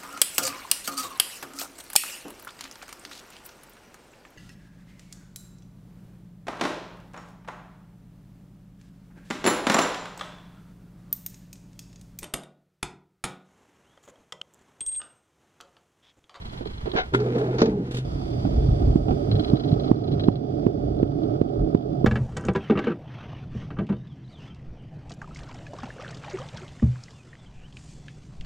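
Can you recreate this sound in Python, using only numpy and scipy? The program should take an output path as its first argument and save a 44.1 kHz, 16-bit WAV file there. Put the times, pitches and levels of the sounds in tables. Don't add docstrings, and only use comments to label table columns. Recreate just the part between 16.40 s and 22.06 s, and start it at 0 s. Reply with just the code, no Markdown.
import sys
import numpy as np
from scipy import signal
from scipy.fft import rfft, irfft, next_fast_len
from scipy.io import wavfile
from scipy.ndimage import uniform_filter1d

SR = 44100
rng = np.random.default_rng(int(sys.argv[2]) if len(sys.argv) > 2 else 0)


def dump_mix(stems):
    frames = np.atleast_2d(stems).T
    limited = np.clip(frames, -1, 1)
    pcm = np.round(limited * 32767).astype(np.int16)
    wavfile.write(sys.argv[1], SR, pcm)


N = 249606
T = np.arange(N) / SR

DOOR_START, SHUT_S, RIDE_START = .725, 1.315, 1.648
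STONES_PER_S, STONE_DB, STONE_SPREAD_DB = 68, -39, 4

# hz, left_minus_right_db, left_lead_rad, likeness_0_to_1
SHAKEN = [(40, -.3, 0, 1), (130, -3, -.1, .98), (185, -5.5, .1, .95), (275, -10, .9, .95),
          (410, -10, 1.55, .96), (570, -12.5, 3.3, .92), (710, -13, 3.4, .8), (900, -3.5, 3.3, .9),
          (1250, -3.5, 3.3, .88), (2330, 0, 3.1, .77), (4150, .5, 3.3, .45), (9100, 0, 3.1, .5)]
# hz, left_minus_right_db, left_lead_rad, likeness_0_to_1
AIRBORNE = [(170, 0, 0, 1), (275, -1, -.1, .99), (420, -3.5, -.3, .97), (620, -1, -1.2, .88),
            (1100, -1, -2.4, .85), (2500, 0, -3, .7), (9100, .5, -3.3, .55)]
# hz, left_minus_right_db, left_lead_rad, likeness_0_to_1
OPPOSED = [(1000, 0, np.pi, .88), (4000, 0, np.pi, .75), (9000, 0, np.pi, .7)]
# time_s, drumming_db, crunch_db (before the rough patches)
RIDE = [(1.66, -39, -64), (2.1, -31, -63), (2.66, -29.5, -62), (3.16, -26, -55), (4.11, -28, -64),
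        (4.49, -30, -63.5), (5.11, -28.5, -60.5), (5.64, -30, -64)]
# hz, relative_db
FRAME = [(60, -28), (130, 2.5), (195, -10), (310, 1.5), (365, -5.5), (425, -2), (505, -17), (570, -6),
         (625, -12), (710, -8.5), (870, -27), (1060, -50), (2100, -54.5)]


def amp(db):
    return 10 ** (np.asarray(db) / 20)


def read(points, hz, axis=1):
    points = np.array(points, float)
    return np.interp(np.log(hz + 1), np.log(points[:, 0] + 1), points[:, axis])


def level(curve, axis=1):
    curve = np.array(curve)
    return amp(np.interp(T, curve[:, 0], curve[:, axis]))


def between(start, end):
    fade_in = np.clip((T - start) * 200 + .5, 0, 1)
    return fade_in * np.clip((end - T) * 200 + .5, 0, 1)


def add(mix, s, sound):
    part = mix[:, max(round(s * SR), 0):][:, :sound.shape[-1]]
    part += sound[..., :part.shape[1]]


def dying(t, t60):
    return np.exp(-np.log(1000) * t / t60)


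def hump(s, half_s):
    return np.exp(-np.minimum(((T - s) / half_s) ** 2, 50))


def held(start, end, rise_s, t60):
    return np.clip((T - start) / rise_s, 0, 1) * dying(np.maximum(T - end, 0), t60)


def wander(per_s):
    knots = rng.standard_normal(4096)
    return np.interp(T * per_s, np.arange(len(knots)), knots)


def colour(x, points, size=4096):
    hz = abs(np.fft.fftfreq(size, 1 / SR))
    rolloff = (1 + (hz / points[-1][0] / 2) ** 2) ** 2
    log_gain = np.log(amp(read(points, hz)) / rolloff + 1e-6)
    taps = np.fft.ifft(np.exp(np.conj(signal.hilbert(log_gain)))).real[:size // 2]
    return signal.oaconvolve(x, taps[None] / np.linalg.norm(taps), axes=1)[:, :N]


def ports(x, pair):
    size = next_fast_len(N + 4096)
    hz, (shared, own) = np.fft.rfftfreq(size, 1 / SR), rfft(x, size)
    like = np.clip(read(pair, hz, axis=3), 0, 1)
    left = like * shared + np.sqrt(1 - like ** 2) * own
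    left = left * amp(read(pair, hz)) * np.exp(1j * read(pair, hz, axis=2))
    return irfft(np.array([left, shared]), size)[:, :N]


def scattered(per_s, db, spread_db):
    size_db = db + spread_db * np.minimum(rng.exponential(1, (2, N)), 3)
    return amp(size_db) * (rng.random((2, N)) < per_s / SR)


def texture(points, pair, band, lumpy_db, per_s):
    contacts = rng.standard_normal((2, N)) * amp(lumpy_db * wander(per_s))
    x = ports(colour(contacts, points), pair)
    band_filter = signal.butter(4, band, "band", fs=SR, output="sos")
    return x / signal.sosfilt(band_filter, x.mean(0)).std()


def blows(rows, points, split_hz, rise_s, tail_db, tail_s):
    out, t = np.zeros((2, N)), T[:SR // 3]
    for s, db, treble_db, t60 in rows:
        swell = 1 - np.exp(-(t / rise_s) ** 2)
        decay = dying(t, t60) + amp(tail_db) * dying(t, tail_s)
        burst = rng.standard_normal((2, len(t))) * swell * decay
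        low = signal.lfilter(*signal.butter(1, split_hz, fs=SR), burst)
        add(out, s - rise_s / 2, amp(db) * (low + amp(treble_db) * (burst - low)))
    return colour(out, points)


def strikes(rows, points):
    out = np.zeros((2, N))
    shape = colour(signal.unit_impulse((1, SR // 20)), points)
    for s, db, *_ in rows:
        add(out[:1], s, amp(db) * shape / abs(shape).max())
    return out


def ringing(rows, modes, scatter_db, buzz, detune):
    hz, mode_db, t60 = np.transpose(modes)[:, :, None]
    out, t = np.zeros((2, N)), T[:SR // 4]
    fade = amp(mode_db) * dying(t, t60) * (1 - np.exp(-t * hz))
    for s, db, *_ in rows:
        tuning = hz * (1 + detune * rng.standard_normal(hz.shape))
        shares = amp(db + scatter_db * rng.standard_normal((2, len(modes))))
        jitter = uniform_filter1d(rng.standard_normal(fade.shape), size=32, axis=1)
        slip = np.cumsum(jitter, 1) * np.sqrt(buzz * hz / SR)
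        add(out, s, shares @ (fade * np.sin(2 * np.pi * tuning * t + slip)))
    return out


def wavering(hz, drift, lumpy_db, per_s):
    phase = 2 * np.pi * np.cumsum(hz * (1 + drift * wander(per_s))) / SR
    return np.sqrt(2) * np.sin(phase) * amp(lumpy_db * wander(per_s))


def unloading():
    # time_s, level_db
    yard = [(0.0, -59), (0.492, -62), (0.72, -63)]
    # hz, relative_db
    yard_colour = [(60, 4.5), (380, -7), (600, -10.5), (900, -9), (1500, -16.5), (2200, -19.5),
                   (2600, -24.5), (3300, -20), (3800, -27.5), (4600, -27.5), (5700, -33), (10000, -40.5),
                   (15000, -50)]
    # time_s, level_db (before the gains below), treble_db, decay_t60_s
    knock_rows = [(.209, -23, 4, 0.046), (.259, -19, -12, 0.062), (.458, -21, 5, 0.21),
                  (.476, -29, -5, 0.043), (.535, -21, 3, 0.13), (.553, -15, 5.5, 0.034)]
    # hz, relative_db
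    knock_colour = [(80, -13.5), (200, -3), (400, 5), (560, -5), (750, -8.5), (1100, -15.5), (2500, -32),
                    (4300, -35.5), (7000, -66), (14000, -73.5)]
    # time_s, level_db (before the gains below)
    clank_rows = [(.5545, -33.5), (.562, -23), (.5685, -24), (.572, -22.5), (.5795, -22.5), (.5845, -21.5),
                  (.5885, -22.5), (.599, -25.5), (.608, -28.5), (.617, -32.5), (.634, -37.5)]
    # hz, relative_db, decay_t60_s
    metal = [(428, -1, .09), (738, 1, .11), (1066, -3, .1), (1427, 1, .1), (1529, -1, .11), (1627, -3, .1),
             (2094, -5, .1), (2194, -9, .1), (2444, -14, .1), (2998, -11, .11), (3461, -14, .13),
             (3760, -14, .12), (3930, -11, .09), (4475, -21, .08), (4915, -20, .08), (5250, -20, .07)]
    # hz, relative_db
    clank_colour = [(120, -22.5), (450, -0.5), (700, -5), (1500, -12.5), (2400, -10), (4000, -16.5),
                    (5200, -29), (6500, -28.5), (7500, -64), (14000, -68)]
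    air = texture(yard_colour, SHAKEN, (2500, 6000), lumpy_db=2.5, per_s=70)
    air = air * level(yard) * between(-1, DOOR_START)
    knocks = amp(-5.5) * blows(knock_rows, knock_colour, split_hz=370, rise_s=.002, tail_db=-8, tail_s=0.28)
    knocks += amp(3.5) * strikes(knock_rows, knock_colour)
    scrape_rows = [(s, db, 0, .018) for s, db in clank_rows]
    scrape = blows(scrape_rows, clank_colour, split_hz=1500, rise_s=.0006, tail_db=-15, tail_s=0.11)
    ring = ringing(clank_rows, metal, scatter_db=2.5, buzz=.1, detune=.006)
    clanks = amp(1.5) * scrape + amp(-2.5) * strikes(clank_rows, clank_colour) + amp(-5.5) * ring
    return air + ports(knocks, SHAKEN) + ports(clanks, AIRBORNE)


def wind():
    # hz, relative_db
    wind_colour = [(12, -37), (26, -22.5), (42, 0), (70, -4), (110, -4), (200, -14), (500, -53.5)]
    # hz, left_minus_right_db, left_lead_rad, likeness_0_to_1
    windward = [(30, 0, 0, 1), (150, -1.5, 0, .97)]
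    # top_s, level_db, half_length_s
    swells = [(.448, -31, .025), (1.285, -29.5, 0.036), (2.25, -23.5, 0.18), (2.568, -27, .065),
              (2.73, -32, 0.046), (2.957, -24.5, 0.042), (3.364, -30, 0.026), (3.718, -36.5, 0.062),
              (4.51, -30, 0.15), (5.22, -28.5, .04)]
    breeze_db, headwind_db, headwind_db_per_s = -43.5, -32, -3
    headwind = amp(headwind_db + headwind_db_per_s * (T - RIDE_START)) * between(RIDE_START, np.inf)
    swell_power = sum((amp(db) * hump(s, half_s)) ** 2 for s, db, half_s in swells)
    power = amp(breeze_db) ** 2 + headwind ** 2 + swell_power
    return texture(wind_colour, windward, (25, 100), lumpy_db=1.5, per_s=18) * np.sqrt(power)


def lens():
    # first_step_s, step_count, level_db (before the gains below), change_db_per_s
    step_runs = [(0.014, 13, -46, -7), (2.915, 5, -41.5, -4), (3.156, 5, -40.5, -14),
                 (3.395, 3, -43.5, -24), (3.555, 2, -52, -64), (3.635, 1, -45, -1), (3.675, 2, -41.5, -20),
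                 (3.796, 2, -42, 4), (3.876, 3, -49, 5.5)]
    # time_s, level_db (before the gains below)
    single_ticks = [(.272, -37.5), (.458, -44), (.516, -32.5), (2.914, -31.5), (2.953, -39), (3.008, -45),
                    (3.046, -34.5), (3.099, -39), (3.169, -38), (3.3145, -47.5), (3.338, -44.5),
                    (3.737, -43), (3.804, -39), (3.836, -52), (3.956, -41.5), (4.588, -53), (4.834, -47.5)]
    # hz, relative_db
    burr_colour = [(700, -9), (1300, 0.5), (1900, -4.5), (2700, -8.5), (3100, -1), (3380, 6), (3720, -12.5),
                   (4080, 7), (4480, -9), (5050, -8.5), (5800, -31), (12000, -36)]
    # hz, relative_db, decay_t60_s
    gears = [(3310, -11.5, 0.11), (3760, -18.5, 0.05), (3983, 1, 0.06), (4700, -18.5, 0.04)]
    step_s, contact_count = .04, 4
    gap_s, gap_jitter, contact_db_per_s, contact_scatter_db = .0045, .15, -350, 3
    hits = list(single_ticks)
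    for first, count, db, db_per_s in step_runs:
        for s in first + step_s * np.arange(round(count)):
            late, strength = rng.standard_normal((2, contact_count))
            after = np.arange(contact_count) * gap_s * (1 + gap_jitter * late)
            step_db = db + db_per_s * (s - first)
            levels = step_db + contact_db_per_s * after + contact_scatter_db * strength
            hits += zip(s + after, levels)
    burr_rows = [(s, db, 0, .02) for s, db in hits]
    burr = blows(burr_rows, burr_colour, split_hz=2000, rise_s=.001, tail_db=-26, tail_s=0.06)
    tones = ringing(hits, gears, scatter_db=2, buzz=.15, detune=.02)
    return ports(amp(7) * burr + amp(-5) * tones, OPPOSED)


def sliding():
    # hz, relative_db
    door_colour = [(80, -27.5), (170, -3.5), (230, -2.5), (310, 1.5), (415, -1.5), (480, 1), (540, -16),
                   (640, -20), (800, -13.5), (1000, -24), (1600, -31), (3000, -57.5)]
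    # time_s, groan_db, groan_pitch_hz (before drift), grinding_db
    rail = [(.73, -34.5, 380.3, -54), (.77, -32, 398, -49), (0.807, -22.5, 409.3, -60),
            (0.829, -32, 431.7, -47), (.94, -36, 431.2, -63), (.97, -35, 411.6, -38),
            (1.024, -27.5, 420.1, -35.5), (1.09, -39.5, 360.8, -38.5), (1.148, -30, 422.4, -48),
            (1.18, -41, 443.5, -45), (1.25, -28, 429.3, -39.5), (1.401, -37.5, 398.4, -55),
            (1.5, -62, 388, -58)]
    # hz, relative_db
    grind_colour = [(400, -26), (540, -4.5), (630, 8), (700, 0), (770, 4.5), (900, -17.5), (1100, -13.5),
                    (1400, -14), (1800, -23), (3000, -41)]
    # hz, relative_db
    scrape_colour = [(700, 0), (1300, 0.5), (2400, -6), (4300, -11), (6000, -18), (10000, -27),
                     (15000, -36)]
    # time_s, boom_db, rumble_db (both before the gains below), boom_t60_s
    jolts = [(0.728, -24.5, -41, 3.3), (1.071, -32, -41, 1.35), (1.537, -29, -31.5, 4)]
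    rise_s, jolt_rumble_t60_s, boom_hz = 0.0076, 0.28, 126.2
    roll_db, roll_t60_s = -29.5, 0.99
    scrape_db, scrape_t60_s, air_db = -59.5, 0.14, -62
    travel = amp(roll_db) * held(DOOR_START, SHUT_S, rise_s, roll_t60_s)
    jolted = sum(amp(db) * held(s, s, rise_s, jolt_rumble_t60_s) for s, _, db, _ in jolts)
    booming = sum(amp(db) * held(s, s, rise_s, t60) for s, db, _, t60 in jolts)
    scraping = np.hypot(amp(scrape_db) * held(DOOR_START, SHUT_S, rise_s, scrape_t60_s), amp(air_db))
    rollers = texture(door_colour, AIRBORNE, (180, 330), lumpy_db=2.5, per_s=80)
    rollers = amp(-3.0) * np.hypot(travel, jolted) * rollers
    s, _, groan_hz, _ = np.transpose(rail)
    groan = wavering(np.interp(T, s, groan_hz), drift=0.0394, lumpy_db=5, per_s=90) * level(rail)
    grind = texture(grind_colour, AIRBORNE, (550, 850), lumpy_db=-0.5, per_s=61) * level(rail, axis=3)
    boom_phase = 2 * np.pi * np.cumsum(boom_hz * (1 + 0.022 * wander(25.1))) / SR
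    boom = amp(1.5) * np.sin(boom_phase) * booming
    scrape = texture(scrape_colour, AIRBORNE, (1500, 6000), lumpy_db=1.5, per_s=36) * scraping
    travelling = rollers + grind + boom + scrape + ports(np.array([groan, groan]), AIRBORNE)
    return travelling * between(DOOR_START, RIDE_START)


def rail_grit():
    # hz, relative_db
    grit_colour = [(600, -6), (1100, -11.5), (1380, 7), (1800, -5.5), (2150, 1.5), (2700, -7), (3900, -6.5),
                   (6000, -25.5), (10000, -34)]
    grains = scattered(STONES_PER_S, STONE_DB, STONE_SPREAD_DB) * between(DOOR_START, SHUT_S)
    return amp(10) * ports(colour(grains, grit_colour), AIRBORNE)


def slamming():
    # time_s, level_db, treble_db, decay_t60_s
    latch_rows = [(.736, -20, -7.5, 0.082), (0.7464, -10, -3.5, 0.025), (.757, -27, -11.5, 0.037),
                  (.983, -16.5, -1.5, 0.01), (1.511, -39, 9.5, 0.12), (1.539, -44.5, 16, 0.039),
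                  (1.546, -27, 10, 0.024), (1.556, -45, 17.5, 0.048), (1.569, -25.5, 14.5, 0.016),
                  (1.586, -32.5, 9, 0.035)]
    # hz, relative_db
    latch_colour = [(100, -10.5), (400, 8.5), (700, -11.5), (1500, -6), (2300, -13), (3500, -8.5),
                    (5500, -20), (9000, -25.5), (13000, -37), (16000, -47)]
    # time_s, level_db
    rattles = [(.738, -21), (.7465, -15), (.79, -35.5), (.817, -38), (.962, -37.5), (.98, -33),
               (1.011, -33), (1.037, -45), (1.094, -45), (1.13, -33.5), (1.154, -41), (1.186, -32.5)]
    # hz, relative_db, decay_t60_s
    runner_modes = [(1020, 0.5, 0.025), (1280, -1, 0.041), (1376, -1, .06), (1700, -2, 0.033),
                    (2140, -12, 0.056), (2430, -17, 0.033), (3180, -17.5, 0.056), (3880, -22, .04)]
    # time_s, peak_db
    catches = [(.7478, -12.5), (1.2172, -10), (1.511, -21), (1.546, -20), (1.569, -29), (1.586, -18)]
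    # hz, relative_db
    catch_colour = [(100, -4.5), (250, 3), (430, 2), (650, -17.5), (1400, -21.5), (3500, -24), (6500, -31),
                    (9000, -42), (15000, -60)]
    # time_s, level_db (before the gains below), treble_db, decay_t60_s
    slam_rows = [(.8, -29, 3.5, .09), (.843, -27, -12, .03), (.861, -22, -12, .03), (.873, -24, -12, .03),
                 (.953, -18, -18, .06), (1.013, -22, -8, .04), (1.04, -25, -10, .04), (1.11, -27, -10, .04),
                 (1.146, -26, -5, .05), (1.183, -26, 7, .2), (1.204, -26, 11, .05), (1.2165, -7.5, 1, .05),
                 (1.226, -24, 3, .045), (1.239, -25, 1, .044), (1.256, -22, 4, .06)]
    # hz, relative_db, decay_t60_s
    panel_modes = [(189, -14, 0.26), (230.8, -10, 0.34), (283.4, -6.5, 0.098), (399, -10.5, 0.23),
                   (443, -1, 0.15), (469, 1.5, 0.047), (570, -17, 0.13), (649, -14.5, 0.12),
                   (880, -20, 0.3), (1230, -26.5, .22), (1510, -27.5, .11), (2430, -32.5, 0.19),
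                   (3660, -29, .08)]
    # hz, relative_db
    slam_colour = [(60, -30.5), (250, 4), (450, 3), (700, -11.5), (1200, -7.5), (2000, -17), (3000, -21.5),
                   (4500, -18.5), (6800, -29), (8000, -67), (14000, -56)]
    # time_s, level_db (before the gain below)
    shudders = [(1.262, -25.5), (1.285, -22.5), (1.318, -22), (1.346, -27), (1.388, -27.5), (1.425, -33)]
    # hz, relative_db, decay_t60_s
    shell_modes = [(148, -3, 0.23), (198, 2.5, 0.16), (250.6, 1.5, 0.11), (306, 6, 0.042)]
    slams = amp(-1.5) * blows(slam_rows, slam_colour, split_hz=850, rise_s=0.002, tail_db=-22.5, tail_s=0.25)
    panel = amp(-0.5) * ringing(slam_rows, panel_modes, scatter_db=1.5, buzz=.02, detune=.005)
    runner = ringing(rattles, runner_modes, scatter_db=2.5, buzz=.08, detune=.012)
    shell = amp(0.5) * ringing(shudders, shell_modes, scatter_db=-3.5, buzz=0.21, detune=.04)
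    latch = blows(latch_rows, latch_colour, split_hz=2500, rise_s=0.0039, tail_db=-16.5, tail_s=0.15)
    latch += strikes(catches, catch_colour)
    return ports(slams + panel + runner + shell + latch, AIRBORNE)


def rolling():
    # hz, relative_db
    crunch_colour = [(600, -10), (950, -3.5), (1070, -1), (1270, 11), (1550, -4.5), (2000, -21),
                     (3000, -37)]
    # hz, relative_db
    stabiliser_colour = [(900, 12.5), (1600, -0.5), (2100, -2), (2450, -4.5), (2750, -6.5), (3130, -2),
                         (3380, 0), (3500, 4.5), (3620, -5), (3850, -4), (4080, -7.5), (4380, -6.5),
                         (4485, 6), (4560, -7), (4640, 0.5), (4740, 1), (4870, 3), (5150, -5), (5700, -7),
                         (8000, -29.5)]
    # hz, relative_db
    grit_colour = [(3000, -17.5), (5800, -1), (8200, 3), (9500, -3.5), (12500, -5.5), (13000, -19.5),
                   (13400, -21), (15000, -23.5)]
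    # time_s, stabiliser_db, grit_db (before the gains below)
    hiss_curve = [(1.66, -58.5, -71), (2.2, -57.5, -70.5), (2.75, -60.5, -72), (3.08, -57, -72),
                  (3.73, -61, -80.5), (4.6, -66, -81.5), (5.64, -66.5, -82)]
    patches = wander(13)
    drum = texture(FRAME, SHAKEN, (150, 900), lumpy_db=1.5, per_s=110)
    drum = amp(0.68 + 1.0 * patches) * drum * level(RIDE)
    crunch = texture(crunch_colour, SHAKEN, (1050, 1600), lumpy_db=3.5, per_s=240)
    crunch = amp(0.84 * patches) * crunch * level(RIDE, axis=2)
    hiss = texture(stabiliser_colour, SHAKEN, (2800, 5500), lumpy_db=1.5, per_s=200)
    hiss = amp(-0.5) * hiss * level(hiss_curve)
    grit = texture(grit_colour, OPPOSED, (6500, 12000), lumpy_db=-0.5, per_s=33)
    grit = amp(-3.5) * grit * level(hiss_curve, axis=2)
    return (drum + crunch + hiss + grit) * between(RIDE_START, np.inf)


def stones():
    # hz, relative_db
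    stone_colour = [(400, -6), (720, 4.5), (950, 0.5), (1270, -2.5), (1700, -10.5), (2600, -7), (3450, 2),
                    (4000, -12.5), (4800, -9.5), (6000, -22), (10000, -32.5)]
    # time_s, peak_db
    drum_peaks = [(2.606, -14), (2.976, -14), (3.497, -11.5), (3.686, -17), (4.139, -20.5), (4.484, -16),
                  (4.6, -10.5), (4.788, -14), (5.102, -16.5), (5.276, -12)]
    # hz, relative_db
    drum_peak_colour = [(120, -10), (310, -3), (430, 3.5), (510, -11), (580, -3), (740, -6.5), (950, -29),
                        (2500, -48)]
    pits_per_s, pit_db, pit_spread_db = 40, -6.5, 4
    riding = between(RIDE_START, np.inf)
    ticks = colour(scattered(STONES_PER_S, STONE_DB, STONE_SPREAD_DB) * riding, stone_colour)
    pits = scattered(pits_per_s, pit_db, pit_spread_db) * riding
    jogs = colour(pits * level(RIDE) / level(RIDE).max(), FRAME)
    return ports(ticks + jogs + strikes(drum_peaks, drum_peak_colour), SHAKEN)


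def deck():
    # time_s, level_db (before the gains below), treble_db, decay_t60_s
    clack_rows = [(2.051, -11.5, -22, 0.071), (2.069, -20, 2.5, 0.049), (2.404, -19, -5, 0.046),
                  (2.42, -19, 4, 0.069), (2.684, -9, -8, 0.068), (2.708, -10, -6.5, 0.099)]
    # hz, relative_db
    clack_colour = [(90, 2), (300, 11), (560, -9.5), (740, 6), (900, -17), (1050, -20), (1300, -13),
                    (1700, -33), (2700, -31), (3400, -31), (7000, -55.5), (14000, -61)]
    # top_s, level_db, half_length_s, pitch_hz (before drift)
    judders = [(2.204, -22.5, 0.049, 63), (2.328, -19, 0.026, 58.2), (2.447, -17.5, 0.024, 54.7),
               (2.502, -17.5, 0.019, 59), (2.95, -23, 0.062, 103), (3.738, -29, 0.18, 95.7)]
    overtone_db = -9.5
    clacks = amp(-0.5) * blows(clack_rows, clack_colour, split_hz=3100, rise_s=0.0012, tail_db=-24.0, tail_s=0.11)
    clacks += amp(1.5) * strikes(clack_rows, clack_colour)
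    judder = np.zeros(N)
    for s, db, half_s, hz in judders:
        sway = wavering(hz, drift=0.0628, lumpy_db=1, per_s=40)
        overtone = wavering(2 * hz, drift=0.0798, lumpy_db=3.5, per_s=50)
        judder += amp(db) * hump(s, half_s) * (sway + amp(overtone_db) * overtone)
    return ports(clacks, SHAKEN) + judder


def joints():
    # time_s, push_db (at its centre), push_pitch_hz
    push_rows = [(2.29, -5, 98.5), (2.477, -6, 81.5), (2.56, -0.5, 238.5), (2.926, -12.5, 108.7),
                 (3.137, -1, 193.5), (3.3304, -4, 138), (3.516, 2.5, 244.6), (3.731, -14, 104.6),
                 (3.886, 3.5, 260), (4.268, 0, 270), (4.6312, -0.5, 291), (5.016, -0.5, 312),
                 (5.35, 0.5, 280), (5.53, -15, 170), (5.6462, 1.5, 292)]
    # hz, relative_db
    click_colour = [(200, -16), (600, -10), (1000, 5.5), (1350, -5), (1800, -6), (2200, -14), (2800, -13.5),
                    (4000, -20.5), (6000, -35), (12000, -50)]
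    push_skew = 0.3
    flex_hz, flex_db, flex_t60_s = 100, -18.5, 0.092
    click_db, click_db_per_octave, sharp_hz = -27.5, 11.5, 272
    push, flex, t = np.zeros((2, N)), np.zeros((2, N)), T[:SR // 10]
    edges = []
    for s, db, hz in push_rows:
        u = np.pi * hz * (t - 1 / 20)
        pulse = (2 * u ** 2 - 1 - push_skew * u) * np.exp(-u ** 2)
        add(push[:1], s - 1 / 20, amp(db) * pulse)
        swing = np.sin(2 * np.pi * flex_hz * t) * dying(t, flex_t60_s)
        add(flex[:1], s, amp(db + flex_db) * swing)
        edges.append((s, db + click_db + click_db_per_octave * np.log2(hz / sharp_hz)))
    clicks = amp(4.5) * strikes([(s - .001, db) for s, db in edges], click_colour)
    chip_rows = [(s - .003, db, 0, .025) for s, db in edges]
    chips = amp(1.5) * blows(chip_rows, click_colour, split_hz=2000, rise_s=0.0034, tail_db=-25, tail_s=0.13)
    frame_ring = amp(-37.0) * colour(push, FRAME)
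    return ports(push + flex + frame_ring + clicks + chips, SHAKEN)


def scene():
    standing = unloading() + wind() + lens()
    door = sliding() + rail_grit() + slamming()
    ride = rolling() + stones() + deck() + joints()
    return standing + door + ride


def record(dry):
    threshold_db, duck_share, attack_s, recover_db_per_s = -4.5, 0.82, 0.03, 30.5
    edge_hz = 15100
    peak_db, recovery = 20 * np.log10(abs(dry).max(0) + 1e-9), T * recover_db_per_s
    falling_peak_db = np.maximum.accumulate(peak_db + recovery) - recovery
    over_db = np.maximum(falling_peak_db - threshold_db, 0)
    keep = np.exp(-1 / (attack_s * SR))
    ducked = dry / amp(duck_share * signal.lfilter([1 - keep], [1, -keep], over_db))
    rounded = ducked / (1 + (ducked / 1.1) ** 6) ** (1 / 6)
    band_limit = signal.firwin(511, edge_hz, window=("kaiser", 9), fs=SR)
    return signal.oaconvolve(rounded, band_limit[None], "same")


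dry = scene()
out = record(dry)
dump_mix(out)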